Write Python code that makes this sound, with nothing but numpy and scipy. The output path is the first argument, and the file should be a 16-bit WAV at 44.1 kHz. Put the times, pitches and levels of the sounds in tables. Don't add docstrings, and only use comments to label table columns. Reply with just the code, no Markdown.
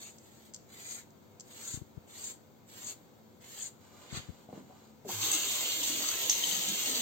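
import sys
import numpy as np
from scipy import signal
from scipy.fft import rfft, irfft
from scipy.io import wavfile
from scipy.ndimage import uniform_filter1d

SR = 44100
rng = np.random.default_rng(int(sys.argv[2]) if len(sys.argv) > 2 else 0)


def bounce(signal):
    frames = np.transpose(np.atleast_2d(signal))
    limited = np.clip(frames, -1, 1)
    pcm = np.round(limited * 32767).astype(np.int16)
    wavfile.write(sys.argv[1], SR, pcm)


N = 309141
T = np.arange(N) / SR
MID_HZ, HIGH_HZ = (2000, 5000), (6000, 9000)
TAP_LEAK_S, TAP_OPEN_S, TAP_FULL_S = 5.05, 5.083, 5.212

# f/Hz, level/dB
MURMUR_SPECTRUM = [(25, -23.5), (50, -19.5), (90, 0), (220, -0.5), (500, -6.5), (900, -15.5), (1500, -25.5),
                   (2800, -29.5), (4400, -29.5), (5400, -33), (6800, -30), (8200, -33.5), (12200, -37),
                   (15200, -29.5)]
CLOTH_SPECTRUM = [(400, 9), (900, 7.5), (1600, 0.5), (2400, -5), (3700, -1), (4500, -.5), (5500, -8.5),
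                  (7000, 2), (8300, -4.5), (12200, -15), (15200, -13)]
SLEEVE_SPECTRUM = [(400, 6), (900, -3), (1600, -1), (2500, 0), (3600, 1.5), (4500, 0), (5500, -10.5),
                   (7000, 0), (8300, -10), (12200, -21), (15200, -18)]
JET_SPECTRUM = [(60, -27), (120, -18), (400, -2), (650, -4), (950, -3.5), (1550, -9), (2200, -2.5),
                (3200, -2), (4500, -2.5), (5000, -5.5), (5800, -6), (6500, 2.5), (7500, 0.5), (7900, 0.5),
                (8400, -7.5), (12400, -9), (14200, 0), (15600, -8.5)]
SPRAY_SPECTRUM = [(1500, -21), (3500, -0.5), (5300, -4.5), (6400, 6.5), (7600, 1), (8500, 2), (12000, -31),
                  (15000, -5)]
SPLASH_SPECTRUM = [(1500, -24), (2300, -7.5), (3100, -3), (4300, 1), (5300, -11), (9000, -21)]
TICK_SPECTRUM = [(1500, -20), (2700, -19), (3300, -10), (4000, -10), (4500, 1), (5400, 1), (6600, 4),
                 (7700, 4), (8600, -11), (13000, -22)]
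DRAG_SPECTRUM = [(150, -5), (400, 3.5), (700, 0), (1050, -4.5), (1800, -2), (2500, -4), (3400, -1),
                 (4500, -1.5), (5400, -6.5), (6800, 1), (8200, -1), (12200, -7), (15200, -6.5)]
# f/Hz, level/dB
HUM_PARTIALS = [(102, -80), (221, -70.5), (371, -105), (500, -76.5)]
# t/s, duration/s, level/dB
SHIRT_RUSTLES = [(3.79, 0.46, -66), (4.248, 0.19, -71), (4.477, .12, -68), (4.62, 0.27, -72.5)]
# t/s, level/dB
HAND_GUSTS = [(1.743, -30), (1.776, -34), (1.819, -34), (1.977, -32.5), (4.129, -33.5), (4.144, -35),
              (4.176, -31.5), (4.196, -38), (4.292, -31), (4.301, -34.5)]
# t/s, level/dB, cutoff f/Hz
BASIN_BUMPS = [(4.489, -45.5, 750), (4.528, -38.5, 520), (4.553, -43.5, 398), (4.574, -42, 330),
               (4.603, -48, 232), (4.698, -55, 1200), (5.049, -44.5, 500), (5.064, -43, 330),
               (5.088, -48, 1000)]
# t/s, duration/s, level/dB, f/Hz
HAND_RUBS = [(4.488, 0.012, -54, 740), (4.53, .08, -51.5, 200), (4.53, .06, -56.5, 560),
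             (4.697, .014, -52, 704), (4.72, .06, -64, 755)]
# f/Hz, level/dB, T60/s
BASIN_MODES = [(149, -5, .23), (199, -1, 0.21), (267, 2, 0.089), (344, -3.5, 0.09), (451, 1, 0.096),
               (590, 5, .04), (670, 2, .05), (750, 9, .038), (970, -4, .035)]
# t/s, duration/s, level/dB, f/Hz
AIR_POCKETS = [(5.047, .014, -49.5, 610), (5.06, .014, -52, 245), (5.087, .02, -48, 740),
               (5.09, 0.019, -49.5, 983), (5.15, .17, -58.5, 1010), (5.212, .03, -50.5, 300),
               (5.264, 0.021, -47.5, 400), (5.297, 0.061, -48, 314), (5.788, 0.26, -49.5, 283.5),
               (6.001, 0.14, -54.5, 1290), (6.46, 0.14, -54, 200), (6.659, 0.058, -45.5, 196),
               (6.703, 0.041, -51.5, 310), (6.868, 0.15, -48.5, 268), (6.861, 0.15, -52.5, 462)]
# t/s, level/dB, bubble f/Hz, amplitude ratio of
DROP_IMPACTS = [(5.217, -27, 4200, .4), (5.231, -28, 2810, .4), (5.238, -28.5, 3800, .4),
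                (5.316, -12.5, 7850, .6), (5.319, -20, 6500, 0.5), (5.337, -24, 6860, 0.5),
                (5.342, -22, 6460, .5), (5.349, -17, 8030, 0.5), (5.721, -25, 4000, .3),
                (5.834, -21, 6480, .7), (5.838, -26, 3640, .5), (5.876, -18.5, 7200, 0.2),
                (6.057, -27, 7350, .6), (6.112, -24, 6660, .4), (6.2969, -7, 6380, 0.25),
                (6.2994, -14, 5700, .05), (6.302, -18, 6000, 0.2), (6.315, -17, 6400, 0.2),
                (6.438, -19.5, 3120, 0.5), (6.4715, -21, 6720, 0.7), (6.513, -23.5, 3050, 0.2),
                (6.685, -25, 6597, .4)]
# t/s, duration/s, spray level/dB, splash level/dB
SPATTER_FLURRIES = [(5.209, 0.027, -42, -43), (5.255, .04, -43, -54), (5.325, 0.019, -35.5, -51),
                    (5.822, 0.1, -40.5, -48), (6.052, .035, -41, -45), (6.296, 0.019, -38.5, -42),
                    (6.47, 0.094, -40.5, -44), (6.66, 0.07, -43, -42.5), (6.852, .17, -43.5, -41.5)]
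# t/s, level/dB
HEAD_CONTACTS = [(.184, -27.5), (0.537, -20.5), (.545, -13.5), (.562, -22), (1.105, -37), (1.398, -19.5),
                 (1.407, -18)]
# f/Hz, bandwidth/Hz, level/dB
BLADE_MODES = [(4460, 600, -11), (6280, 260, -2), (6830, 340, 1.5), (7270, 310, -1), (7550, 220, 1),
               (8400, 300, -7)]
# t/s, duration/s, drag level/dB, cutting level/dB, thickest stubble at (share of
# stroke), its half-width/s, rasp level/dB, rasp f/Hz, landing time/s
RAZOR_STROKES = [(-.2, .28, -58.5, -50.5, 1, .15, -60, 2470, .023),
                 (0.117, 0.36, -68.5, -71, 0.37, 0.11, -82, 2080, 0.021),
                 (0.669, 0.32, -55.5, -44.5, 0.75, 0.062, -60, 2120, 0.042),
                 (1.433, .32, -54.5, -43.5, 0.81, 0.079, -70, 3600, 0.073),
                 (2.066, 0.24, -55.5, -46, .78, 0.08, -67, 3400, 0.024),
                 (2.658, 0.26, -55, -41.5, .82, 0.029, -83, 3130, 0.044),
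                 (3.396, .27, -55.5, -44, 0.88, 0.044, -72, 3160, 0.028)]
# f/Hz, level/dB
MIC_RESPONSE = [(20, 2), (8400, 1.5), (8900, -4.5), (9400, -22), (10000, -29), (11150, -49), (11650, 4),
                (16000, 0)]
# f/Hz, bandwidth/Hz, level/dB
MIC_RESONANCES = [(2077, 76, 1.5), (2440, 420, -2), (3130, 102, 1.5), (4710, 120, 4), (4950, 360, -6),
                  (5830, 230, -3), (7470, 160, 2.5), (7940, 190, -3.5), (8420, 126, 4), (8660, 200, -8.5)]


def undb(db):
    return 10 ** (np.asarray(db) / 20)


def butterworth(x, order, hz, kind):
    return signal.sosfilt(signal.butter(order, hz, kind, fs=SR, output="sos"), x)


def resonance(x, hz, width_hz):
    return signal.lfilter(*signal.iirpeak(hz, hz / width_hz, fs=SR), x)


def colour(x, points, size=4096):
    hz, db = np.transpose(points)
    f = np.maximum(np.arange(size // 2 + 1) * SR / size, 1)
    skirt = np.minimum(f / hz[0], 1)
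    cepstrum = irfft(np.log(skirt * undb(np.interp(np.log(f), np.log(hz), db))))
    cepstrum[1:size // 2] *= 2
    cepstrum[size // 2 + 1:] = 0
    response = irfft(np.exp(rfft(cepstrum)))
    return signal.fftconvolve(x, response.reshape((1,) * (x.ndim - 1) + (-1,)), axes=-1)[..., :N]


def unit(x, band=None):
    part = x if band is None else butterworth(x, 4, band, "band")
    return x / np.sqrt(np.mean(part ** 2))


def walk(rate):
    hold = max(int(SR / rate), 1)
    steps = np.repeat(rng.standard_normal(N // hold + 1), hold)[:N]
    return np.sqrt(2) * uniform_filter1d(steps, hold)


def clicks(rate, spread_db):
    sizes = undb(spread_db * np.minimum(rng.exponential(size=N), 5))
    return (rng.random(N) < rate / SR) * rng.choice([-1, 1], N) * sizes


def add(track, start, sound):
    i = int(start * SR)
    track[i:i + len(sound)] += sound[:N - i]


def ring(hz, t60):
    t = T[:int(t60 * SR) + 2]
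    return np.sin(2 * np.pi * hz * t) * np.exp(-np.log(1000) * t / t60)


def envelope(start, length, attack_s, release_s):
    age = np.maximum(T - start, 0)
    return (1 - np.exp(-age / attack_s)) * np.exp(-np.maximum(age - length, 0) / release_s)


def swell(middle_s, half_width_s):
    return 1 / (1 + ((T - middle_s) / half_width_s) ** 2)


def bathroom(x, near_db, wet_db, pan_db, scatter_s=0.0037, direct=1):
    split_hz, bass_t60_s, treble_t60_s = 900, 0.38, 0.43
    t = T[:SR // 2]
    noise = rng.standard_normal((2, len(t)))
    treble = butterworth(noise, 2, split_hz, "high")
    bass = butterworth(0.93 * rng.standard_normal(len(t)) + 0.7 * noise, 2, split_hz, "low")
    near = treble * np.exp(-t / scatter_s)
    tail = (bass * undb(-60 * t / bass_t60_s) + treble * undb(-60 * t / treble_t60_s)) * (t > .007)
    response = sum(undb(db) * part / np.linalg.norm(part, axis=1, keepdims=True)
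                   for db, part in ((near_db, near), (wet_db, tail)))
    response[:, 0] += direct
    response /= np.linalg.norm(response, axis=1, keepdims=True)
    pan = undb([[pan_db / 2], [-pan_db / 2]])
    return signal.fftconvolve(x[None], response, axes=1)[:, :N] * pan


def moving(x, count=6, drift_per_s=9, **room):
    shares = np.array([walk(drift_per_s) for _ in range(count)])
    shares /= np.linalg.norm(shares, axis=0)
    direct = np.array([x, np.roll(x, 5)])
    echoes = sum(share * bathroom(x, direct=0, **room) for share in shares)
    gain = np.linalg.norm(undb([room["near_db"], room["wet_db"]]))
    return (direct + gain * echoes) / np.hypot(1, gain)


def flow(valve_s=0.009, leak_db=-23.5, part_open_db=-3):
    leak, first, second = ((1 + np.tanh((T - start) / valve_s)) / 2
                           for start in (TAP_LEAK_S, TAP_OPEN_S, TAP_FULL_S))
    return undb(leak_db) * (leak - first) + undb(part_open_db) * (first - second) + second


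def bubbles(start, length, middle_hz, pitch_spread, cycles=14, rise=0.074, rate=250):
    track = np.zeros(N)
    for when, pitch, size in rng.random((int(rate * length) + 1, 3)):
        hz = middle_hz * np.exp(pitch_spread * (2 * pitch - 1))
        turns = T[:int(2 * cycles / hz * SR)] * hz
        fade = (1 - np.exp(-2 * turns)) * np.exp(-np.log(100) * turns / cycles)
        chirp = np.sin(2 * np.pi * turns * (1 + rise * turns / cycles / 2))
        add(track, min(start + when * length, T[-1]), undb(13.8 * size ** 3) * fade * chirp)
    return unit(track) * np.sqrt(length / T[-1])


def room_tone():
    murmur = unit(colour(rng.standard_normal(N), MURMUR_SPECTRUM))
    incoherent = unit(colour(rng.standard_normal((2, N)), MURMUR_SPECTRUM))
    hum = sum(undb(db + 2 * walk(6)) * np.sqrt(2) * np.sin(2 * np.pi * hz * T + 0.51 * walk(7))
              for hz, db in HUM_PARTIALS)
    murmur *= undb(-55.5 + 0.28 * walk(3.88))
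    shared = bathroom(murmur, near_db=9.5, wet_db=-14, pan_db=2, scatter_s=0.035) + hum
    return shared + incoherent * undb([[-62.5], [-65]])


def shirt(fade_s=0.024):
    sliding = sum(undb(db) * envelope(start, length, fade_s, fade_s)
                  for start, length, db in SHIRT_RUSTLES)
    fibres = unit(colour(clicks(rate=6400, spread_db=3) * undb(walk(13)), CLOTH_SPECTRUM), MID_HZ)
    return bathroom(sliding * fibres, near_db=5.5, wet_db=-2.5, pan_db=0.5, scatter_s=0.006)


def sleeve_swish(level_db=-43):
    swish = unit(colour(clicks(rate=5000, spread_db=0.5), SLEEVE_SPECTRUM), MID_HZ)
    swish *= undb(level_db) * swell(middle_s=4.162, half_width_s=0.029)
    return moving(swish, count=10, drift_per_s=16, near_db=8, wet_db=-9, pan_db=0, scatter_s=0.0069)


def air_puffs(swing_hz=118, half_width_s=0.0045, eddy_hz=240, eddy_db=-13):
    track = np.zeros(N)
    t = T[:int(6 * half_width_s * SR)] - 3 * half_width_s
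    turbulence = resonance(rng.standard_normal(N), eddy_hz, 180)
    eddies = undb(eddy_db) * unit(resonance(turbulence, eddy_hz, 180))
    for middle, db in HAND_GUSTS:
        swing = np.cos(2 * np.pi * (swing_hz * t + rng.random())) + eddies[int(middle * SR):][:len(t)]
        add(track, middle + t[0], undb(db) * np.exp(-(t / half_width_s) ** 2) * swing)
    track = butterworth(track, 3, 55, "high")
    return np.array([track, undb(-43) * track])


def basin_knocks():
    track = np.zeros(N)
    for start, db, cutoff_hz in BASIN_BUMPS:
        for hz, mode_db, t60 in BASIN_MODES:
            gain = undb(db + mode_db) / (1 + (hz / cutoff_hz) ** 2)
            mode = ring(hz * (1 + 0.028 * rng.standard_normal()), t60)
            add(track, start, gain * mode * rng.choice([-1, 1]))
    slips = clicks(rate=1100, spread_db=0)
    for start, length, db, hz in HAND_RUBS:
        rub = unit(resonance(resonance(slips, hz, 310), hz, 310))
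        track += undb(db) * envelope(start, length, 0.0061, 0.012) * rub
    return bathroom(butterworth(track, 2, 90, "high"), near_db=5, wet_db=-3.5, pan_db=0)


def spout_gulp(start_s=5.048, level_db=-44, from_hz=480, to_hz=350, fall_s=.02, t60_s=.33):
    age = np.maximum(T - start_s, 0)
    hz = to_hz + (from_hz - to_hz) * np.exp(-age / fall_s)
    tone = np.sin(2 * np.pi * np.cumsum(hz * (age > 0)) / SR)
    tone *= undb(level_db - 60 * age / t60_s + 2 * walk(120))
    return bathroom(tone, near_db=-13, wet_db=-14, pan_db=5)


def pipe_hum(hz=106.7, onset_db=-49.5, running_db=-70.5):
    shudder = undb(onset_db) * envelope(start=5.13, length=.05, attack_s=.008, release_s=.085)
    shudder += undb(running_db) * flow() * walk(40)
    return shudder * undb(2 * walk(30)) * np.sqrt(2) * np.sin(2 * np.pi * hz * T + .5 * walk(25))


def gurgle():
    steady = undb(-58) * flow() * bubbles(TAP_OPEN_S, T[-1] - TAP_OPEN_S, 393, pitch_spread=0.42)
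    pockets = sum(undb(db) * bubbles(start, length, hz, pitch_spread=0.12, cycles=17)
                  for start, length, db, hz in AIR_POCKETS)
    return bathroom(steady + pockets, near_db=-0.5, wet_db=-7.5, pan_db=-0.5)


def drops(smack_s=0.00042, ring_cycles=60, lowest_hz=2200):
    track = np.zeros(N)
    for start, db, hz, smack in DROP_IMPACTS:
        bubble = ring(hz, ring_cycles / hz)
        impact = smack * rng.standard_normal(len(bubble)) * np.exp(-T[:len(bubble)] / smack_s)
        impact = resonance(impact, hz, 3600)
        add(track, start, undb(db) * (bubble + impact))
    return bathroom(butterworth(track, 2, lowest_hz, "high"), near_db=0.5, wet_db=-3, pan_db=-0.5)


def jet(fizz_db=-42.5, spatter_db=-43.5, tinkle_db=-43, tinkle_hz=3493):
    fizz = unit(colour(clicks(rate=16000, spread_db=3) * undb(walk(70)), JET_SPECTRUM), MID_HZ)
    spray = unit(colour(clicks(rate=2000, spread_db=3) * undb(1.25 * walk(80)), SPRAY_SPECTRUM), HIGH_HZ)
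    splash = unit(colour(clicks(rate=2000, spread_db=3) * undb(1.5 * walk(90)), SPLASH_SPECTRUM), MID_HZ)
    spraying, splashing = np.zeros((2, N))
    for start, length, spray_db, splash_db in SPATTER_FLURRIES:
        flurry = envelope(start, length, attack_s=0.0046, release_s=0.03)
        spraying += undb(spray_db) * flurry
        splashing += undb(splash_db) * flurry
    tinkle = bubbles(TAP_FULL_S, T[-1] - TAP_FULL_S, tinkle_hz, pitch_spread=0.25, cycles=21, rate=1000)
    stream = undb(fizz_db) * flow() * fizz + undb(tinkle_db) * tinkle + splashing * splash
    spatter = np.hypot(undb(spatter_db) * flow(), spraying) * spray
    return (moving(stream, near_db=6, wet_db=3, pan_db=-1.5, scatter_s=0.0066)
            + moving(spatter, near_db=13, wet_db=1.5, pan_db=4.5, scatter_s=0.003))


def razor_ticks():
    track = np.zeros(N)
    for start, db in HEAD_CONTACTS:
        add(track, start, undb([db]))
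    return bathroom(colour(track, TICK_SPECTRUM), near_db=7, wet_db=-4, pan_db=2.5, scatter_s=0.0045)


def razor(press_db=7, lift_s=0.024):
    drag, cut, rasp = np.zeros((3, N))
    catches = clicks(rate=1500, spread_db=3) * undb(2 * walk(150))
    for start, length, drag_db, cut_db, thickest, half_width, rasp_db, rasp_hz, land_s in RAZOR_STROKES:
        to_go = np.clip(1 - (T - start) / length, 0, 1)
        pressure = envelope(start, length, land_s, lift_s) * undb(-press_db * to_go ** 2)
        scrape = unit(resonance(resonance(catches, rasp_hz, 780), rasp_hz, 780))
        rasp += undb(rasp_db) * pressure * scrape
        drag += undb(drag_db) * pressure
        cut += undb(cut_db) * pressure * swell(start + thickest * length, half_width)
    grain = clicks(rate=6000, spread_db=2) * undb(1.3 * walk(180))
    foam = unit(colour(grain, DRAG_SPECTRUM), MID_HZ)
    snaps = clicks(rate=2800, spread_db=0) * undb(2.3 * walk(220))
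    blades = sum((-1) ** k * undb(db) * resonance(snaps, hz, width)
                 for k, (hz, width, db) in enumerate(BLADE_MODES))
    rubbing = moving(drag * foam + rasp, count=10, drift_per_s=16,
                     near_db=8, wet_db=-9, pan_db=0, scatter_s=0.0069)
    cutting = moving(cut * unit(blades, HIGH_HZ), near_db=6, wet_db=-14, pan_db=4, scatter_s=0.012)
    return rubbing + cutting


def scene():
    shaving = razor() + razor_ticks()
    movement = air_puffs() + shirt() + sleeve_swish() + basin_knocks()
    water = spout_gulp() + jet() + gurgle() + pipe_hum() + drops()
    return shaving + movement + water + room_tone()


def record(dry, top_hz=15850):
    sound = colour(dry, MIC_RESPONSE)
    for hz, width, db in MIC_RESONANCES:
        sound = sound + (undb(db) - 1) * resonance(sound, hz, width)
    return signal.sosfilt(signal.ellip(10, .2, 70, top_hz, fs=SR, output="sos"), sound)


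dry = scene()
out = record(dry)
bounce(out)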